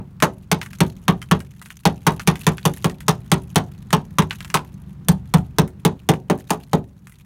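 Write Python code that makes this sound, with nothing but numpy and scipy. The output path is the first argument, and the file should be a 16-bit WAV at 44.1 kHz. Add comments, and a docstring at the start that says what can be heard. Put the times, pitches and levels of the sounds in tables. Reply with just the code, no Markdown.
"""In a workshop, a hammer knocks rotten steel out of a car's sill, close up, blow after blow.
Each hit layers a crunch of breaking rust, a clang of thin sheet, a ring of low panel modes and the boom
of the hollow body. Sharp ticks follow as flakes land or the hammer touches or scrapes the steel again.
Grit trickles down and jolted steel sockets clink faintly. A far machine hums underneath,
the walls add a faint tail and a fast limiter flattens the hits."""
import sys
import numpy as np
from scipy import signal
from scipy.fft import rfft, irfft
from scipy.io import wavfile
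from scipy.ndimage import uniform_filter1d, minimum_filter1d

SR = 44100
rng = np.random.default_rng(int(sys.argv[2]) if len(sys.argv) > 2 else 0)


def master_out(mix):
    """Clip the mix to full scale and print it as 16-bit PCM to the path in sys.argv[1]."""
    frames = np.transpose(np.atleast_2d(mix))
    ceiling = np.clip(frames, -1, 1)
    pcm = np.round(ceiling * 32767).astype(np.int16)
    wavfile.write(sys.argv[1], SR, pcm)


N = 319725
TIME = np.arange(N) / SR
T = np.arange(24000) / SR  # time axis of a one-shot
HZ = np.fft.rfftfreq(len(T), 1 / SR)

# Levels in the tables are relative; each layer sets its own gain.
# fader ride of the far machine: t/s, level/dB
MACHINE_RIDE = [(0.0, -38.5), (0.6, -40), (1.07, -36.5), (1.82, -45.5), (2.06, -36), (5.59, -36),
                (7.25, -45.5)]
# its shaft harmonics: multiple of the shaft rate, level/dB
SHAFT_ORDERS = [(2, -19), (3, -2.5), (4, 2.5), (5, 4.5), (6, 6.5), (7, -0.5), (8, 2.5), (9, -11.5),
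                (11, -18.5), (13, -23), (15, -15)]
# spectrum of its rumble: f/Hz, level/dB
RUMBLE_EQ = [(22, -37), (45, -3), (110, -1), (195, 0), (260, -14), (600, -33), (950, -29), (3000, -43.5),
             (16000, -64.5)]
# spectrum of the still air: f/Hz, level/dB
AIR_EQ = [(100, -16.5), (1000, -16.5), (16000, -10.5)]
# decay of the workshop: f/Hz, t60/s (decays() floors it at 15 ms)
ROOM_DECAY = [(150, -1), (500, 0.37), (1500, -0.01), (5000, 0.21), (14000, 0.1)]
# tone of its tail: f/Hz, level/dB
ROOM_EQ = [(150, -4.5), (600, -6), (2000, 2.0), (14000, -8)]
# sockets clinking: t/s, level/dB
SOCKET_CUES = [(2.467, -64.5), (2.679, -53.5), (3.317, -56.5)]
# patches of rust giving way and sliding down: t/s, level/dB
SPILL_CUES = [(0.53, -60), (1.551, -56), (2.08, -51), (2.6, -54.5), (3.86, -72), (4.22, -58), (6.299, -57),
              (7.029, -57.5)]
# tone of falling grit: f/Hz, level/dB
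GRIT_EQ = [(300, -18), (1000, 3), (3200, 6), (5000, -1.5), (6500, 2.5), (8000, -1.5), (12000, 3),
           (16000, -5.5)]
# sharp ticks of rust flakes landing, and of the hammer touching or scraping again: t/s, level/dB
TICK_CUES = [(0.2027, -41.5), (0.6147, -33.5), (0.6299, -42), (0.662, -43.5), (0.7322, -45), (1.2175, -42),
             (1.226, -42), (1.404, -44.5), (1.6162, -45.5), (1.659, -46.5), (1.7042, -42), (2.1964, -34.5),
             (2.3565, -39.5), (2.5821, -39), (2.898, -42.5), (3.0056, -45), (3.9061, -40.5), (4.222, -36),
             (4.3086, -29), (4.3305, -44.5), (4.4062, -39.5), (4.4473, -41.5), (4.5016, -40.5),
             (4.5718, -31), (5.383, -47), (5.6773, -50.5), (6.1373, -39), (6.4968, -44), (7.071, -49.5)]
# decay of a tick's rattle: f/Hz, t60/s
TICK_DECAY = [(500, .1), (1500, 0.074), (4000, 0.036), (12000, 0.1)]
# wall slaps of the boom: delay/s, level/dB
WALL_SLAPS = [(0.0385, -13.5), (0.059, -23.5), (.071, -25.5)]
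# slow modes of the whole body shell: f/Hz, level/dB, t60/s
SHELL_MODES = [(50.7, -24.5, 0.34), (75.2, -22, 0.45), (101.2, -15, 0.26), (122.9, -27.5, 0.59),
               (204, -24, 0.33)]
# modes of the sill and floor pan: f/Hz, level/dB, t60/s
PANEL_MODES = [(216.5, 3, 0.21), (262.6, -1, 0.27), (317.3, 4.5, 0.13), (372, 0.5, 0.24),
               (417.3, 2.5, 0.14), (438.8, 6.5, 0.14), (521, -11, 0.17), (576.7, -3, 0.12),
               (650, -14, 0.19), (727, -5.5, 0.081), (812, 0, .09), (1031, -6, 0.049)]
# tone of the crowd of higher sheet modes: f/Hz, level/dB
SHEET_EQ = [(60, -24), (200, -3.5), (400, -5.5), (1000, -3), (1500, -6), (2300, -7.5), (3500, -5),
            (5000, -12), (6300, -8), (7400, -14), (9200, -10), (10400, -14), (15500, -18), (17000, -40.5)]
# their decay: f/Hz, t60/s
SHEET_DECAY = [(200, 0.28), (900, 0.14), (2500, 0.11), (6000, 0.068), (14000, 0.035)]
# bright tilt of breaking rust: f/Hz, level/dB
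CRUNCH_EQ = [(300, -12), (1000, 0), (4000, 2.5), (9000, 5)]
# layer balance for each part of the car: boom/dB, ring/dB, clang/dB, crack/dB, fizz/dB, grit/dB
PART_MIX = {"sill": (-11, -18, -18, -21, -25, -61.5), "floor": (-7, -25, -22.5, -30.5, -28.5, -72.5),
            "corner": (-11.5, -15, -19, -26, -28, -72.5)}
# hammer hits: t/s, part of the car, force/dB, tear/0-1, rust at the spot/dB, clang f/Hz
HIT_CUES = [(-0.07, "sill", -0.5, 0.43, -9, 900), (0.2235, "sill", 1, 0.95, 0.5, 575),
            (0.5154, "sill", -3, 0.23, 4.5, 920), (0.805, "sill", -0.5, 0, -2, 920),
            (1.081, "sill", -.2, 0.05, -3.5, 1060), (1.3121, "sill", 1, 0.07, -4.5, 1088),
            (1.854, "sill", 1.2, 0.28, -2, 790), (2.0668, "sill", 0.6, 0.41, 1, 920),
            (2.2744, "sill", 1.2, 0.18, 1, 1164), (2.4672, "sill", 0, 0.18, 0.5, 1070),
            (2.6532, "sill", -2.5, 0.02, 3, 875), (2.844, "sill", -3, 0.2, -3, 890),
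            (3.0822, "sill", -1.1, 0.31, 3.5, 1001), (3.317, "sill", 0.1, 0.2, 1, 1018),
            (3.5582, "sill", -0.5, 0.3, 1.5, 846), (3.9287, "sill", 1, 0.34, -2, 875),
            (4.1852, "sill", 0.1, 0.19, -3, 1052), (4.5421, "sill", -3, 0.9, 5.5, 1018),
            (5.085, "floor", 0, 0.13, 6, 818), (5.3391, "floor", 3.5, 0.35, -5, 890),
            (5.585, "corner", 0.9, 0, 1, 1088), (5.8502, "corner", -1, .05, 3.5, 832),
            (6.0895, "corner", 1, .2, 0.5, 860), (6.2994, "corner", -2, 0.28, -6, 730),
            (6.5053, "corner", -5, 0.77, 7, 791), (6.7322, "corner", -2.5, 0, -4.5, 752)]


def gain_of(db):
    """Decibels to amplitude."""
    return 10 ** (np.asarray(db) / 20)


def unit_rms(x):
    """Scales a bed to rms 1."""
    return x / np.sqrt(np.mean(x ** 2) + 1e-20)


def unit_hit(x):
    """Scales a one-shot to the energy of 30 ms at rms 1."""
    return x / np.sqrt(np.sum(x ** 2) / (.03 * SR) + 1e-20)


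def curve(points, hz=HZ):
    """Reads breakpoints on a log-frequency axis."""
    f, value = np.transpose(points)
    return np.interp(np.log(hz + 1), np.log(f + 1), value)


def add(mix, s, sound):
    """Mixes a sound in at s seconds, trimming any overhang."""
    start = round(s * SR)
    sound = sound[max(-start, 0):]
    part = mix[max(start, 0):][:len(sound)]
    part += sound[:len(part)]


def eq(x, db):
    """Minimum-phase EQ with the gain db on the grid HZ."""
    log_gain = np.log(gain_of(np.maximum(db, -100)))
    mirrored = np.concatenate([log_gain, log_gain[-2:0:-1]])
    response = np.exp(np.conj(signal.hilbert(mirrored)))
    taps = np.fft.ifft(response).real[:2048]
    return signal.oaconvolve(x, taps)[:len(x)]


def decays(t60, count=8):
    """Overlapping bands and the envelope with which each dies."""
    centres = np.geomspace(150, 14000, count)
    bands = np.array([np.interp(np.log(HZ + 1), np.log(centres), row) for row in np.eye(count)])
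    seconds = np.clip(curve(t60, centres), .015, .7)
    return bands, np.exp(-np.log(1000) * T / seconds[:, None])


def dense_ring(bands, envelopes):
    """Noise as countless modes, each band dying at its own speed."""
    return (irfft(bands * rfft(rng.standard_normal(len(T)))) * envelopes).sum(0)


def modes(table, gains_db, detune=0.0027):
    """Damped sines, slightly retuned at every strike."""
    hz, db, t60 = np.transpose(table)[:, :, None]
    shift, phase = rng.standard_normal((2, len(table), 1))
    waves = np.sin(2 * np.pi * (hz * (1 + detune * shift) * T + phase))
    return (gain_of(db + gains_db[:, None]) * waves * np.exp(-np.log(1000) * T / t60)).sum(0)


def bell(centre_hz, octaves):
    """A resonance as an EQ bell of height 1 on the grid HZ."""
    return 1 / (1 + (np.log2((HZ + 1) / centre_hz) / octaves) ** 2)


def noise_bed(spectrum):
    """Steady noise with the given spectrum."""
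    shape = gain_of(curve(spectrum, np.fft.rfftfreq(N, 1 / SR)))
    return unit_rms(irfft(rfft(rng.standard_normal(N)) * shape, N))


def machine(shaft_hz=23.83, waver=.006, hum_db=-5, rumble_db=-4, air_db=-74):
    """The bed: harmonics of a slightly wavering shaft over a low rumble and still air."""
    drift = np.interp(TIME, np.linspace(0, TIME[-1], 30), rng.standard_normal(30))
    turns = np.cumsum(shaft_hz * (1 + waver * drift)) / SR
    hum = sum(gain_of(db) * np.sin(2 * np.pi * (k * turns + rng.random())) for k, db in SHAFT_ORDERS)
    running = gain_of(hum_db) * unit_rms(hum) + gain_of(rumble_db) * noise_bed(RUMBLE_EQ)
    fader = gain_of(np.interp(TIME, *np.transpose(MACHINE_RIDE)))
    return fader * running + gain_of(air_db) * noise_bed(AIR_EQ)


def workshop(x, wet_db=-23, build_s=0.022):
    """Reverb return: a faint, short tail from the walls."""
    tail = dense_ring(*decays(ROOM_DECAY)) * (1 - np.exp(-T / build_s))
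    tail = eq(tail / np.linalg.norm(tail), curve(ROOM_EQ))
    return gain_of(wet_db) * signal.oaconvolve(x, tail)[:N]


def sockets(hz=11250, t60=0.43):
    """Jolted sockets ring with one thin high note."""
    out = np.zeros(N)
    for s, db in SOCKET_CUES:
        add(out, s, gain_of(db) * np.sin(2 * np.pi * hz * T) * np.exp(-np.log(1000) * T / t60))
    return out


def patter(per_s, count=5, grain_s=.0018):
    """Crumbs of rust land as noise grains, mostly tiny; each class of crumb has its own pitch."""
    out = np.zeros(N)
    for crumb_hz in np.geomspace(1700, 10000, count):
        lands = rng.random(N) < per_s / count / SR
        strength = gain_of(5.5 * np.minimum(rng.exponential(1, N), 3))
        power = signal.lfilter([1], [1, -np.exp(-1 / (grain_s * SR))], (lands * strength) ** 2)
        grains = np.sqrt(power + 1e-12) * rng.standard_normal(N)
        out += eq(grains, curve(GRIT_EQ) + 10 * bell(crumb_hz, .25))
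    return unit_rms(out)


def grit(shower_db=2.5, fall_s=0.19, stray_db=-75, tear_db=-9):
    """Each hit or spill sheds a shower that swells and fades; stray crumbs drop in between."""
    shower = np.zeros(N)
    u = T / fall_s
    shaken = [(s, PART_MIX[part][-1] + rust_db + tear * tear_db)  # a tearing hit shakes less loose
              for s, part, _, tear, rust_db, _ in HIT_CUES]
    for s, db in [*shaken, *SPILL_CUES]:
        add(shower, s, gain_of(db + shower_db) * u * np.exp((1 - u ** 2) / 2))
    return shower * patter(per_s=130) + gain_of(stray_db) * patter(per_s=14)


def ticks(middling_db=-39.5, middling_hz=2127, chink_db=-5, spill_s=.15, hop_s=.025, hop_db=-15.5):
    """A flake lands, or the hammer touches or scrapes again: snap, dry rattle, chink and one bounce."""
    out = np.zeros(N)
    bands, envelopes = decays(TICK_DECAY)
    small_flakes = [(s + spill_s * rng.uniform(.2, 1), db + 1.5 - .5 * rng.standard_normal())
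                    for s, db in SPILL_CUES for _ in range(2)]
    for s, db in [*TICK_CUES, *small_flakes]:
        accent_db = db - middling_db  # louder ticks ring slightly higher, with less top end
        centre_hz = middling_hz * 2 ** (.02 * accent_db)
        top_db = -7.5 - accent_db
        tone = curve([(150, -20), (500, -6), (1100, 6.5), (4500, -1),
                      (9000, 4 + top_db), (16000, -6 + top_db)])
        snap = unit_hit(rng.standard_normal(len(T)) * np.exp(-T / 0.00034))
        rattle = unit_hit(dense_ring(bands, envelopes))
        click = unit_hit(eq(snap + rattle, tone + 9 * bell(centre_hz, octaves=1)))
        own_modes = [(centre_hz * 2 ** step, 0, .035) for step in rng.uniform(-.8, .8, 5)]
        chink = gain_of(chink_db) * unit_hit(modes(own_modes, np.zeros(5)))
        tick = gain_of(db + 1) * unit_hit(click + chink)
        add(out, s, tick)
        add(out, s + hop_s * rng.uniform(0.26, 1), gain_of(hop_db) * tick)
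    return out


def boom(hz=163, swell_s=.015, sag=0.11, sag_s=0.011, steepness=4.6, scatter=.025):
    """Low end: the hollow body swells and sags in pitch; the walls slap back and the shell sways on."""
    pitch = hz * (1 + scatter * rng.standard_normal()) * (1 + sag * np.exp(-T / sag_s))
    u = T / swell_s
    direct = -np.cos(2 * np.pi * np.cumsum(pitch) / SR) * (u * np.exp(1 - u)) ** steepness
    out = direct.copy()
    for delay, db in WALL_SLAPS:
        add(out, delay + 0.0009 * rng.standard_normal(), gain_of(db) * direct)
    shell = modes(SHELL_MODES, 2 * rng.standard_normal(len(SHELL_MODES))) * (1 - np.exp(-u))
    return unit_hit(out + shell)


def panel(clang_hz, spread_db=2, favour_db=9, rise_s=0.0048):
    """Low mids: the modes of the steel; the struck spot favours those near its own pitch."""
    nearness = np.interp(np.transpose(PANEL_MODES)[0], HZ, bell(clang_hz, 0.15))
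    gains_db = favour_db * nearness + spread_db * rng.standard_normal(len(PANEL_MODES))
    return unit_hit(modes(PANEL_MODES, gains_db, detune=.014) * (1 - np.exp(-T / rise_s)))


def crunch(tear, held_s=.004, torn_s=.013, per_s=2200, contact_s=.001, late_db=-9.5):
    """Attack: the contact, a run of rust fractures that lasts longer as steel tears, three late snaps."""
    decay_s = held_s + tear * (torn_s - held_s)
    fractures = rng.standard_normal(len(T)) * (rng.random(len(T)) < per_s / SR) * np.exp(-T / decay_s)
    contact = unit_hit(rng.standard_normal(len(T)) * np.exp(-T / contact_s))
    out = unit_hit(fractures) + contact
    for delay in rng.uniform(.005, .045, 3):
        add(out, delay, gain_of(late_db) * np.exp(1 - delay / .014) * contact)
    return unit_hit(out)


def spot_resonances(clang_hz, focus_db=8, octaves=.32, ripple_db=4, count=110):
    """EQ curve of the struck spot in dB: one broad resonance and many random narrow ones."""
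    broad = focus_db * (bell(clang_hz, octaves) - bell(clang_hz, 2 * octaves) / 2)
    ripple = ripple_db * rng.uniform(-0.78, 1, count)
    return broad + np.interp(HZ, np.geomspace(500, 16000, count), ripple, left=0)


def hammer(sheet_db=10.5, usual_clang_hz=930):
    """Each hit drives body, panel and thin sheet; part, force, tearing and rust set the balance."""
    out = np.zeros(N)
    bands, envelopes = decays(SHEET_DECAY)
    for s, part, force_db, tear, rust_db, clang_hz in HIT_CUES:
        boom_db, ring_db, clang_db, crack_db, fizz_db, _ = PART_MIX[part]
        # tearing steel takes the push from the body and clangs instead
        boom_db += force_db - 8.5 * tear
        ring_db += force_db - 3 * tear
        clang_db += force_db + 9 * tear
        # a wide loose spot clangs lower and sets more of the panel ringing
        ring_db -= 5.5 * np.log2(clang_hz / usual_clang_hz)
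        # a harder hit breaks more rust
        crack_db += 1.2 * force_db + .4 * rust_db
        fizz_db += 1.2 * force_db + rust_db
        balance = curve([(450, ring_db), (1000, clang_db), (2800, crack_db), (8500, fizz_db)])
        tone = balance + curve(SHEET_EQ) + spot_resonances(clang_hz)
        breaking = eq(crunch(tear), curve(CRUNCH_EQ))
        clang = gain_of(-1) * unit_hit(dense_ring(bands, envelopes))
        add(out, s, gain_of(sheet_db) * eq(breaking + clang, tone))
        add(out, s, gain_of(ring_db - 1) * panel(clang_hz))
        add(out, s, gain_of(boom_db + .4) * boom())
    return out


def scene():
    """Mono mix: the close sources and their reverb over the machine bed."""
    close = hammer() + ticks() + grit() + sockets()
    return (close + workshop(close) + machine())[None]


def record(dry, ceiling=.72, cutoff_hz=16100):
    """Master chain: a fast limiter holds the peaks down, then a steep low-pass trims the top."""
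    allowed = np.minimum(1, ceiling / (abs(dry[0]) + 1e-9))
    limited = dry * uniform_filter1d(minimum_filter1d(allowed, size=31), size=31)
    lowpass = signal.firwin(255, cutoff_hz, window=("kaiser", 9), fs=SR)
    return signal.oaconvolve(limited, lowpass[None], "same", axes=1)


dry = scene()
out = record(dry)
master_out(out)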